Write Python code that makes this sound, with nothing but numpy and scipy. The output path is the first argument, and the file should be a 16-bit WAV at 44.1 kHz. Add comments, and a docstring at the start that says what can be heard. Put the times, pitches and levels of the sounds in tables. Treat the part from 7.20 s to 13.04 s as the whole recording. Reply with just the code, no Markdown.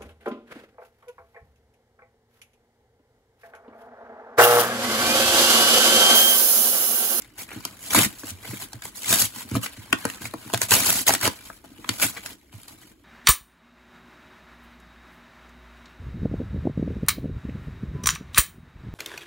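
"""On a wooden table in a quiet room, hands tear a strip off a corrugated cardboard mailer.
Fibres part in dense clumps of ticks, made from random clicks through a bright filter.
Flutes and creases snap one by one: noise cracks over ringing card and a downward-sliding knock.
The card panel and the air inside the mailer boom as struck and shaken low resonances.
A close pair of microphone ports picks it up, over steady filtered-noise room tone and a short tail."""
import sys
import numpy as np
from scipy import signal
from scipy.fft import rfft, irfft
from scipy.io import wavfile

SR = 44100
rng = np.random.default_rng(int(sys.argv[2]) if len(sys.argv) > 2 else 0)


def wav_record(signal):
    """Record a signal, one row per channel, as 16-bit PCM in the file named by sys.argv[1]."""
    frames = np.transpose(np.atleast_2d(signal))
    bounded = np.clip(frames, -1, 1)
    # unit amplitude maps onto the largest positive 16-bit level
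    quanta = np.round(bounded * 32767).astype(np.int16)
    wavfile.write(sys.argv[1], SR, quanta)


N = 257544


def from_db(db):
    """Decibels to amplitude; twice the decibels give power."""
    return 10 ** (np.asarray(db) / 20)


def rms_one(x):
    """Scale a signal to unit rms."""
    return x / np.sqrt(np.mean(x ** 2) + 1e-20)


def at_hz(points, hz):
    """Read a curve of (frequency, value) points along a logarithmic frequency axis."""
    point_hz, value = np.transpose(points)
    return np.interp(np.log(hz + 1), np.log(point_hz), value)


def coloured(x, spectrum):
    """Minimum-phase filter of unit energy with the given dB shape, so attacks stay sharp."""
    hz = np.linspace(0, SR / 2, 1025)
    squared_gain = from_db(2 * at_hz(spectrum, hz))   # minimum_phase takes the square root
    linear_phase = signal.firwin2(2047, hz, squared_gain, fs=SR)
    taps = signal.minimum_phase(linear_phase, n_fft=16384)
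    return signal.oaconvolve(x, rms_one(taps) / np.sqrt(len(taps)))[:N]


def drift(rate_hz):
    """Random wander of unit rms: noise through two equal one-pole low-passes."""
    r = np.exp(-2 * np.pi * rate_hz / SR)
    noise = rng.standard_normal(N + 4000)
    return rms_one(signal.lfilter([1], [1, -2 * r, r * r], noise)[4000:])   # skip the run-in


def ring(clicks, hz, t60_s):
    """Two-pole resonator: a unit click starts a decaying sine of height 1."""
    r = from_db(-60 / (t60_s * SR))
    w = 2 * np.pi * hz / SR
    return signal.lfilter([0, np.sin(w)], [1, -2 * r * np.cos(w), r * r], clicks + 1e-18)


def ticks(per_s, spread_db):
    """Random clicks of either sign, their sizes spread upwards in dB."""
    draw = rng.uniform(-1, 1, N)
    size = rng.standard_exponential(N)
    out = np.zeros(N)
    born = np.abs(draw) < per_s / SR
    out[born] = np.sign(draw[born]) * from_db(spread_db * np.minimum(size[born], 5))
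    return out


def shaken(modes, per_s, spread_db, clumps):
    """Each mode of a body is jolted by its own random clicks; the sum has unit rms."""
    total = 0
    for hz, db, t60_s in modes:
        jolts = clumps * ticks(per_s, spread_db)
        total = total + from_db(db) * ring(jolts, hz, t60_s)
    return rms_one(total)


def strike(modes, db, centre_hz, fall_db, rise_cycles, detune, size):
    """Modes near the centre pitch swing up most, low ones last; pitch and level vary a little at random."""
    t = np.arange(size)[:, None] / SR
    hz, mode_db, t60_s = np.transpose(modes)
    level_chance, pitch_chance = rng.standard_normal((2, len(modes)))
    near_db = -fall_db * np.log2(hz / centre_hz) ** 2
    decay = from_db(db + mode_db + near_db + 0.78 * level_chance - 60 * t / t60_s)
    rise = 1 - np.exp(-(t * hz / rise_cycles) ** 2)
    swing = np.sin(2 * np.pi * hz * (1 + detune * pitch_chance) * t)
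    return np.sum(decay * rise * swing, axis=1)


# Spectrum of the quiet room: pitch_hz [Hz], density_db [dB per Hz, relative]
ROOM_TONE_SHAPE = [(18, -46), (30, 22.5), (177, -17), (315, 5), (399, -6.5), (830, -18), (2070, -31),
                   (4910, -31), (15500, -41.5)]
ROOM_TONE_DB = -56


def room_tone():
    """Steady noise with most of its weight in the bass."""
    return from_db(ROOM_TONE_DB) * rms_one(coloured(rng.standard_normal(N), ROOM_TONE_SHAPE))


# Resting fingers, a level curve: time_s [s], level_db [dB]
FINGER_TOUCH = [(0, -52), (.14, -63), (.5, -52.5), (1.2, -54), (1.6, -57), (2.6, -50), (3.2, -51.5),
                (4.4, -63.5), (4.65, -52), (5.3, -66), (5.84, -67.5)]
# Pulls and grips of the hands: full_strength_s [s], build_s [s], hold_s [s], fibre_db [dB],
# sag_db [dB lost over the hold], card_db [dB above the fibre ticks]
HAND_PULLS = [(0.188, 0.037, 0.052, -36.5, 4, -5.5), (0.318, 0.087, 0.24, -45, 7, 2.5),
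              (0.624, 0.072, 0.068, -37.5, -3.5, -8.5), (0.704, 0.012, 0.034, -27, -7, -5),
              (0.749, 0.0059, 0.1, -13.5, 5.5, -3), (1.003, 0.063, 0.014, -39, 3, -24),
              (1.079, 0.1, 0.025, -34, 0, -8), (1.247, 0.1, 0.13, -42, -4, -2.5),
              (1.405, 0.053, 0.035, -38.5, -5.5, -6), (1.523, 0.0089, 0.027, -52, -1.5, 3.5),
              (1.631, 0.0037, 0.059, -37.5, 6, -7), (1.755, .02, 0.034, -39.5, -6, -13.5),
              (1.927, 0.12, 0.076, -13.5, 16, -8.5), (1.998, 0.046, 0.06, -13, 10.5, -14),
              (2.157, 0.063, 0.071, -37, -2, -5), (2.352, 0.14, 0.012, -36.5, -7, -2.5),
              (2.433, 0.025, 0.022, -25.5, 4, -6.5), (2.778, 0.015, 0.18, -44, 0, 1.5),
              (3.019, 0.037, 0.053, -37.5, -1, -4), (3.237, 0.11, 0.16, -47.5, -5, -3),
              (3.345, 0.0061, 0.0064, -26.5, 11.5, 2.5), (3.425, 0.033, 0.028, -24.5, 6.5, -6.5),
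              (3.486, 0.006, 0.017, -30.5, -7, -7.5), (3.515, 0.0061, 0.17, -11.5, 18.5, -5),
              (3.667, 0.068, 0.15, -18, 5, -8), (3.87, 0.01, 0.014, -17, -3, -9.5),
              (3.887, .01, 0.056, -30, -9.5, -4), (4.039, 0.054, 0.029, -22, -3, 0),
              (4.253, 0.067, 0.12, -45.5, 7, -4.5), (4.449, 0.012, 0.018, -50, 9.5, 1),
              (4.688, 0.025, 0.084, -40.5, -3, -3.5), (4.813, 0.02, 0.015, -28, 2, -8),
              (4.832, 0.056, 0.025, -16, 3, -7), (4.874, 0.0082, 0.025, -31, 1, -10.5),
              (4.983, 0.082, 0.016, -40.5, 21.5, 5.5), (5.047, 0.17, 0.085, -43.5, -1, -1.5),
              (5.327, 0.021, 0.2, -50.5, 5.5, -2), (5.48, 0.0079, 0.068, -46.5, 5, -2),
              (5.62, 0.24, 0.098, -51.5, 5.5, -2)]
BUILD_DB, RELEASE_DB_PER_S = 27, 803   # rise over the build-up; fall once the hand lets go
SETTLE_DB, SETTLE_DB_PER_S = -20, 89.5   # the flap goes on settling, far below the pull
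CARD_SAG_DB_PER_S = 26   # during the hold the card calms sooner than the fibres
PANEL_FOLLOWS, PANEL_DB = 0.74, -16.5   # share of the card's swing in dB; level at card gain 1
PANEL_LAG_S = 0.015   # the heavy panel takes up a pull late


def effort():
    """Each pull builds up, holds while it sags, lets go and settles; gains of fibres, card and panel."""
    t = np.arange(N) / SR
    fibre_power = card_power = from_db(2 * np.interp(t, *np.transpose(FINGER_TOUCH)))
    for full_s, build_s, hold_s, fibre_db, sag_db, card_db in HAND_PULLS:
        before_s = np.maximum(full_s - t, 0)
        held_s = np.clip(t - full_s, 0, hold_s)
        after_s = np.maximum(t - full_s - hold_s, 0)
        level_db = fibre_db - BUILD_DB * before_s / build_s - sag_db * held_s / hold_s
        release = from_db(-2 * RELEASE_DB_PER_S * after_s)
        settling = from_db(2 * (SETTLE_DB - SETTLE_DB_PER_S * after_s))
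        pull_power = from_db(2 * level_db) * (release + settling)
        fibre_power = fibre_power + pull_power
        card_power = card_power + pull_power * from_db(2 * (card_db - CARD_SAG_DB_PER_S * held_s))
    late_power = np.interp(t - PANEL_LAG_S, t, card_power)
    panel = from_db(PANEL_DB) * late_power ** (PANEL_FOLLOWS / 2)
    return np.sqrt(fibre_power), np.sqrt(card_power), panel


# Brightness of parting fibres, also of cracks: pitch_hz [Hz], density_db [dB per Hz, relative]
FIBRE_SHAPE = [(1500, -20), (3000, -6), (4500, -4), (6000, -4.5), (7500, -2.5), (8800, 0), (11000, -2),
               (13500, -5), (15700, -7)]
# Resonances of the card: pitch_hz [Hz], level_db [dB, relative drive], t60_s [s]
CARD_MODES = [(500, -8.5, 0.014), (651, -0.5, 0.021), (869, -0.5, 0.018), (1002, 2.5, 0.014),
              (1212, 0, 0.015), (1551, 8.5, 0.009), (1990, 2, 0.013), (2300, 15.5, 0.0038),
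              (3070, 10, 0.0061), (4050, 14.5, 0.0026)]
# Resonances of the panel and the air in the mailer: pitch_hz [Hz], level_db [dB, relative drive], t60_s [s]
PANEL_MODES = [(108.8, -2.5, 0.11), (170, -22, 0.16), (232.4, 5, 0.036), (288.4, 0.5, 0.046),
               (434, -12.5, 0.069)]
# glue lines of the flutes burst: rate, decay time constant, swell
FLUTES_PER_S, FLUTE_DECAY_S, FLUTE_LIFT = 200, 0.002, 1.3


def tearing():
    """Fibres let go in clumps, flute by flute; the same clumps shake card and panel."""
    fibre, card, panel = effort()
    clump = 0.75 * drift(160) + 0.25 * drift(40)
    flute_fade = np.exp(-1 / (FLUTE_DECAY_S * SR))
    bursts = np.abs(ticks(FLUTES_PER_S, spread_db=0.0))
    flutes = 1.5 + FLUTE_LIFT * signal.lfilter([1], [1, -flute_fade], bursts)

    # a hard pull breaks fibres in a dense run, light handling in lone ticks
    per_s = 30000 * fibre ** 0.4
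    even_ticks = ticks(per_s, spread_db=1.5) / np.sqrt(per_s)   # density leaves the mean power alone
    clumped_ticks = flutes * from_db(1.7 * clump) * even_ticks
    fibre_ticks = fibre * rms_one(coloured(clumped_ticks, FIBRE_SHAPE))

    card_rustle = card * shaken(CARD_MODES, 2500, 0.28, flutes * from_db(2.0 * clump))
    panel_rumble = panel * shaken(PANEL_MODES, 330, 4.7, from_db(0.34 * clump))
    return fibre_ticks + card_rustle + panel_rumble


# Creases and flutes that snap: start_s [s], crack_db [dB, before colouring],
# card_db [dB, card drive above the crack], patch_hz [Hz]
CREASE_SNAPS = [(0.0196, -24, -31, 2720), (0.306, -45, 8, 1800), (0.3154, -37, 11.5, 1310),
                (0.451, -8.5, -11.5, 1120), (0.7056, -13.5, -11, 3020), (0.7465, -1, -5, 920),
                (1.034, -35, 10.5, 865), (1.2491, -38.5, 8.5, 1340), (1.335, -37, 6, 1000),
                (1.531, -21.5, -11, 1290), (1.6205, -20, -11, 1490), (1.6529, -17.5, -10, 1280),
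                (1.7563, -33, -26, 1350), (1.844, -17, -9, 2000), (1.891, -12, -18, 1450),
                (1.994, -8, -21, 3020), (2.1607, -33.5, 2, 990), (2.313, -24, -7, 1500),
                (2.352, -16, 6.5, 623), (2.461, -20.5, 1.5, 2570), (2.7274, -5.5, 1, 1630),
                (2.7278, -17.5, 10.5, 580), (2.776, -39.5, -15, 1910), (2.852, -9.5, -1, 1040),
                (2.8995, -18, -8.5, 1830), (3.055, -22, -3.5, 2780), (3.1371, -22, 4.5, 730),
                (3.2992, -26, -2, 940), (3.331, -16.5, -13, 1210), (3.3363, -5, -1, 610),
                (3.344, -6.5, -18, 1560), (3.375, -12.5, -16.5, 1930), (3.4161, -1.5, -16.5, 1630),
                (3.508, 1, -22, 1330), (3.518, -7.5, -0.5, 1320), (3.659, -5, -35, 2280),
                (3.878, -6, -5.5, 2180), (3.8923, -4.5, -3, 1016), (3.905, -10, 1.5, 1230),
                (3.937, -2, -13, 1130), (3.95, -14, -4, 2600), (4.0116, -10, -14, 970),
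                (4.045, -17, -6, 800), (4.0536, -9, -3.5, 1200), (4.063, -17, -7, 910),
                (4.0757, -7.5, -1, 810), (4.3002, -39.5, 14, 960), (4.441, -35.5, 6.5, 590),
                (4.644, -34.5, 9, 1540), (4.6908, -6.5, -6, 3310), (4.7986, -17.5, -4, 1690),
                (5.0602, -17.5, -10, 1660), (5.432, -30, -30, 3060), (5.481, -25.5, -27, 2040)]
CRACK_CUT_HZ = 8600   # a crack is duller than the fibre ticks
LEAD_DB, LEAD_DB_PER_S = -28, 2501.5   # fibres start to give just before a snap
GIVE_S = 0.00302   # a crease gives way in two steps within this time; also the knock's rise
SLIDE_S, KNOCK_T60_S = 0.002927, 0.041   # time constant of the pitch slide; decay of the knock
# knock against the card drive for a 700 Hz patch; pitch it lands on; loss per octave of patch pitch
SNAP_BOOM_DB, SNAP_BOOM_HZ, BOOM_LOSS_DB = -6.5, 245, 3


def snaps():
    """A short noise crack with ringing card modes; a knock slides from patch pitch to panel boom."""
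    crack, body = np.zeros((2, N + 6000))
    t = np.arange(6000) / SR
    for start_s, crack_db, card_db, patch_hz in CREASE_SNAPS:
        i = round(start_s * SR)
        drive_db = crack_db + card_db

        burst = rng.standard_normal(len(t)) * from_db(crack_db - 60 * t / 0.012)
        crack[i:i + len(t)] += burst * (1 - np.exp(-t / 0.00038))
        lead_s = t[:min(i, 600)][::-1]   # time left until the snap
        lead_gain = from_db(crack_db + LEAD_DB - LEAD_DB_PER_S * lead_s)
        crack[i - len(lead_s):i] += rng.standard_normal(len(lead_s)) * lead_gain

        for late_s in (0, rng.random() * GIVE_S):
            j = i + int(late_s * SR)
            step = strike(CARD_MODES, drive_db - 5, patch_hz,
                          fall_db=9.0, rise_cycles=0.66, detune=0.06, size=2000)
            body[j:j + len(step)] += step

        boom_db = drive_db + SNAP_BOOM_DB - BOOM_LOSS_DB * np.log2(patch_hz / 700)
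        slide_hz = SNAP_BOOM_HZ + (patch_hz - SNAP_BOOM_HZ) * np.exp(-t / SLIDE_S)
        knock = np.sin(2 * np.pi * np.cumsum(slide_hz) / SR)
        knock_gain = from_db(boom_db - 60 * t / KNOCK_T60_S) * (1 - np.exp(-t / GIVE_S))
        body[i:i + len(t)] += knock_gain * knock
    dull = signal.butter(1, CRACK_CUT_HZ, fs=SR, output="sos")
    return signal.sosfilt(dull, coloured(crack[:N], FIBRE_SHAPE)) + body[:N]


# Low booms of the panel, some together with a crease snap:
# start_s [s], drive_db [dB, before mode levels], pitch_hz [Hz, favoured]
PANEL_BOOMS = [(0.36, -17.5, 208), (0.451, -28, 250), (0.7694, 0, 260), (1.036, -23, 256),
               (1.113, -20.5, 93.5), (1.287, -18, 107), (1.328, -18.5, 204), (1.54, -20, 93.5),
               (2.01, -16, 93), (2.313, -8.5, 117), (2.337, -7.5, 109), (2.363, -7.5, 227),
               (2.575, -22, 110), (2.727, -17.5, 240), (2.851, -12, 264), (3.009, -24.5, 242),
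               (3.141, -20, 247), (3.259, -22, 240), (3.335, -10.5, 148), (3.511, -20, 110),
               (4.513, -32, 249), (4.585, -29.5, 246), (4.691, -13.5, 211), (4.837, -18, 110),
               (5.334, -22, 117)]


def panel_booms():
    """Low booms: the panel modes nearest a favoured pitch swing up and die away."""
    out = np.zeros(N + 6000)
    for start_s, drive_db, pitch_hz in PANEL_BOOMS:
        i = round(start_s * SR)
        out[i:i + 6000] += strike(PANEL_MODES, drive_db, pitch_hz,
                                  fall_db=5.5, rise_cycles=1.73, detune=0.073, size=6000)
    return out[:N]


# Power share that both ports hear alike: pitch_hz [Hz], likeness [0 to 1]
PORT_LIKENESS = [(200, 1), (600, 0.5), (1200, 0.75), (2200, 0.24), (4200, 0.039), (6000, 0.23),
                 (7000, 0.88), (15000, 0.81)]
# Tilt between the ports: pitch_hz [Hz], left_above_right_db [dB]
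PORT_TILT = [(200, 0.2), (2500, 1.6), (7000, 0.0)]
PORT_LAG_S, PORT_FLIP_HZ = 2.21e-4, 3500   # lag of the left treble; where lag and inversion set in


def ports(x):
    """Bass reaches both ports alike; treble reaches the left one later and upside down.

    The unlike share is scattered off the moving hands within a few ms, anew in every short block."""
    hop, size = 512, 2048
    count = N // hop + 2
    padded = np.pad(x, (hop, 3 * hop))
    blocks = np.array([padded[k * hop:(k + 2) * hop] for k in range(count)])
    blocks = blocks * signal.get_window("hann", 2 * hop)
    hz = np.arange(size // 2 + 1) * SR / size

    scatter = rng.standard_normal((2, count, hop)) * from_db(-60 * np.arange(hop) / SR / 0.014)
    scattered = rfft(scatter / np.linalg.norm(scatter, axis=2, keepdims=True), size)
    flip = 1 / (1 + (PORT_FLIP_HZ / (hz + 1)) ** 6)
    turn = np.exp(1j * flip * (np.pi - 2 * np.pi * hz * PORT_LAG_S))
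    direct = np.array([turn, np.ones_like(turn)])[:, None]
    alike = np.clip(at_hz(PORT_LIKENESS, hz), 0, 1)
    heard = np.sqrt(alike) * direct + np.sqrt(1 - alike) * scattered

    sides = np.array([[[1]], [[-1]]])
    lean = from_db(at_hz(PORT_TILT, hz) / 2 * sides)
    start = np.exp(-2j * np.pi * hz * hop / 2 / SR)   # room for the turn to reach back
    pieces = irfft(rfft(blocks, size) * lean * heard * start, size)
    out = np.zeros((2, count * hop + size))
    for k in range(count):
        out[:, k * hop:k * hop + size] += pieces[:, k]
    return out[:, hop + hop // 2:][:, :N]


ROOM_T60_S, ROOM_DB, WALL_CUT_HZ = 0.14, -13.5, 6800


def room(x):
    """A dull decaying noise tail after a 4 ms gap, its own on each side."""
    t = np.arange(round(ROOM_T60_S * SR)) / SR
    tail = rng.standard_normal((2, len(t))) * from_db(-60 * t / ROOM_T60_S) * (t > 0.004)
    tail = signal.sosfilt(signal.butter(1, WALL_CUT_HZ, fs=SR, output="sos"), tail)
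    unit_tail = rms_one(tail) / np.sqrt(len(t))
    return from_db(ROOM_DB) * signal.oaconvolve(x[None], unit_tail, axes=1)[:, :N]


def scene():
    """The mailer and the room tone at the ports, plus the mailer's room tail."""
    tone = room_tone()
    mailer = tearing() + snaps() + panel_booms()
    return ports(mailer + tone) + room(mailer)


CUTOFF_HZ = 15750


def record(dry):
    """The deepest bass is cut, full scale clips, the top is cut steeply."""
    low_cut = signal.butter(2, 55, "high", fs=SR, output="sos")
    clipped = np.clip(signal.sosfilt(low_cut, dry), -1, 1)
    top_cut = signal.ellip(12, 0.3, 80, CUTOFF_HZ, fs=SR, output="sos")
    return signal.sosfilt(top_cut, clipped)


dry = scene()
out = record(dry)
wav_record(out)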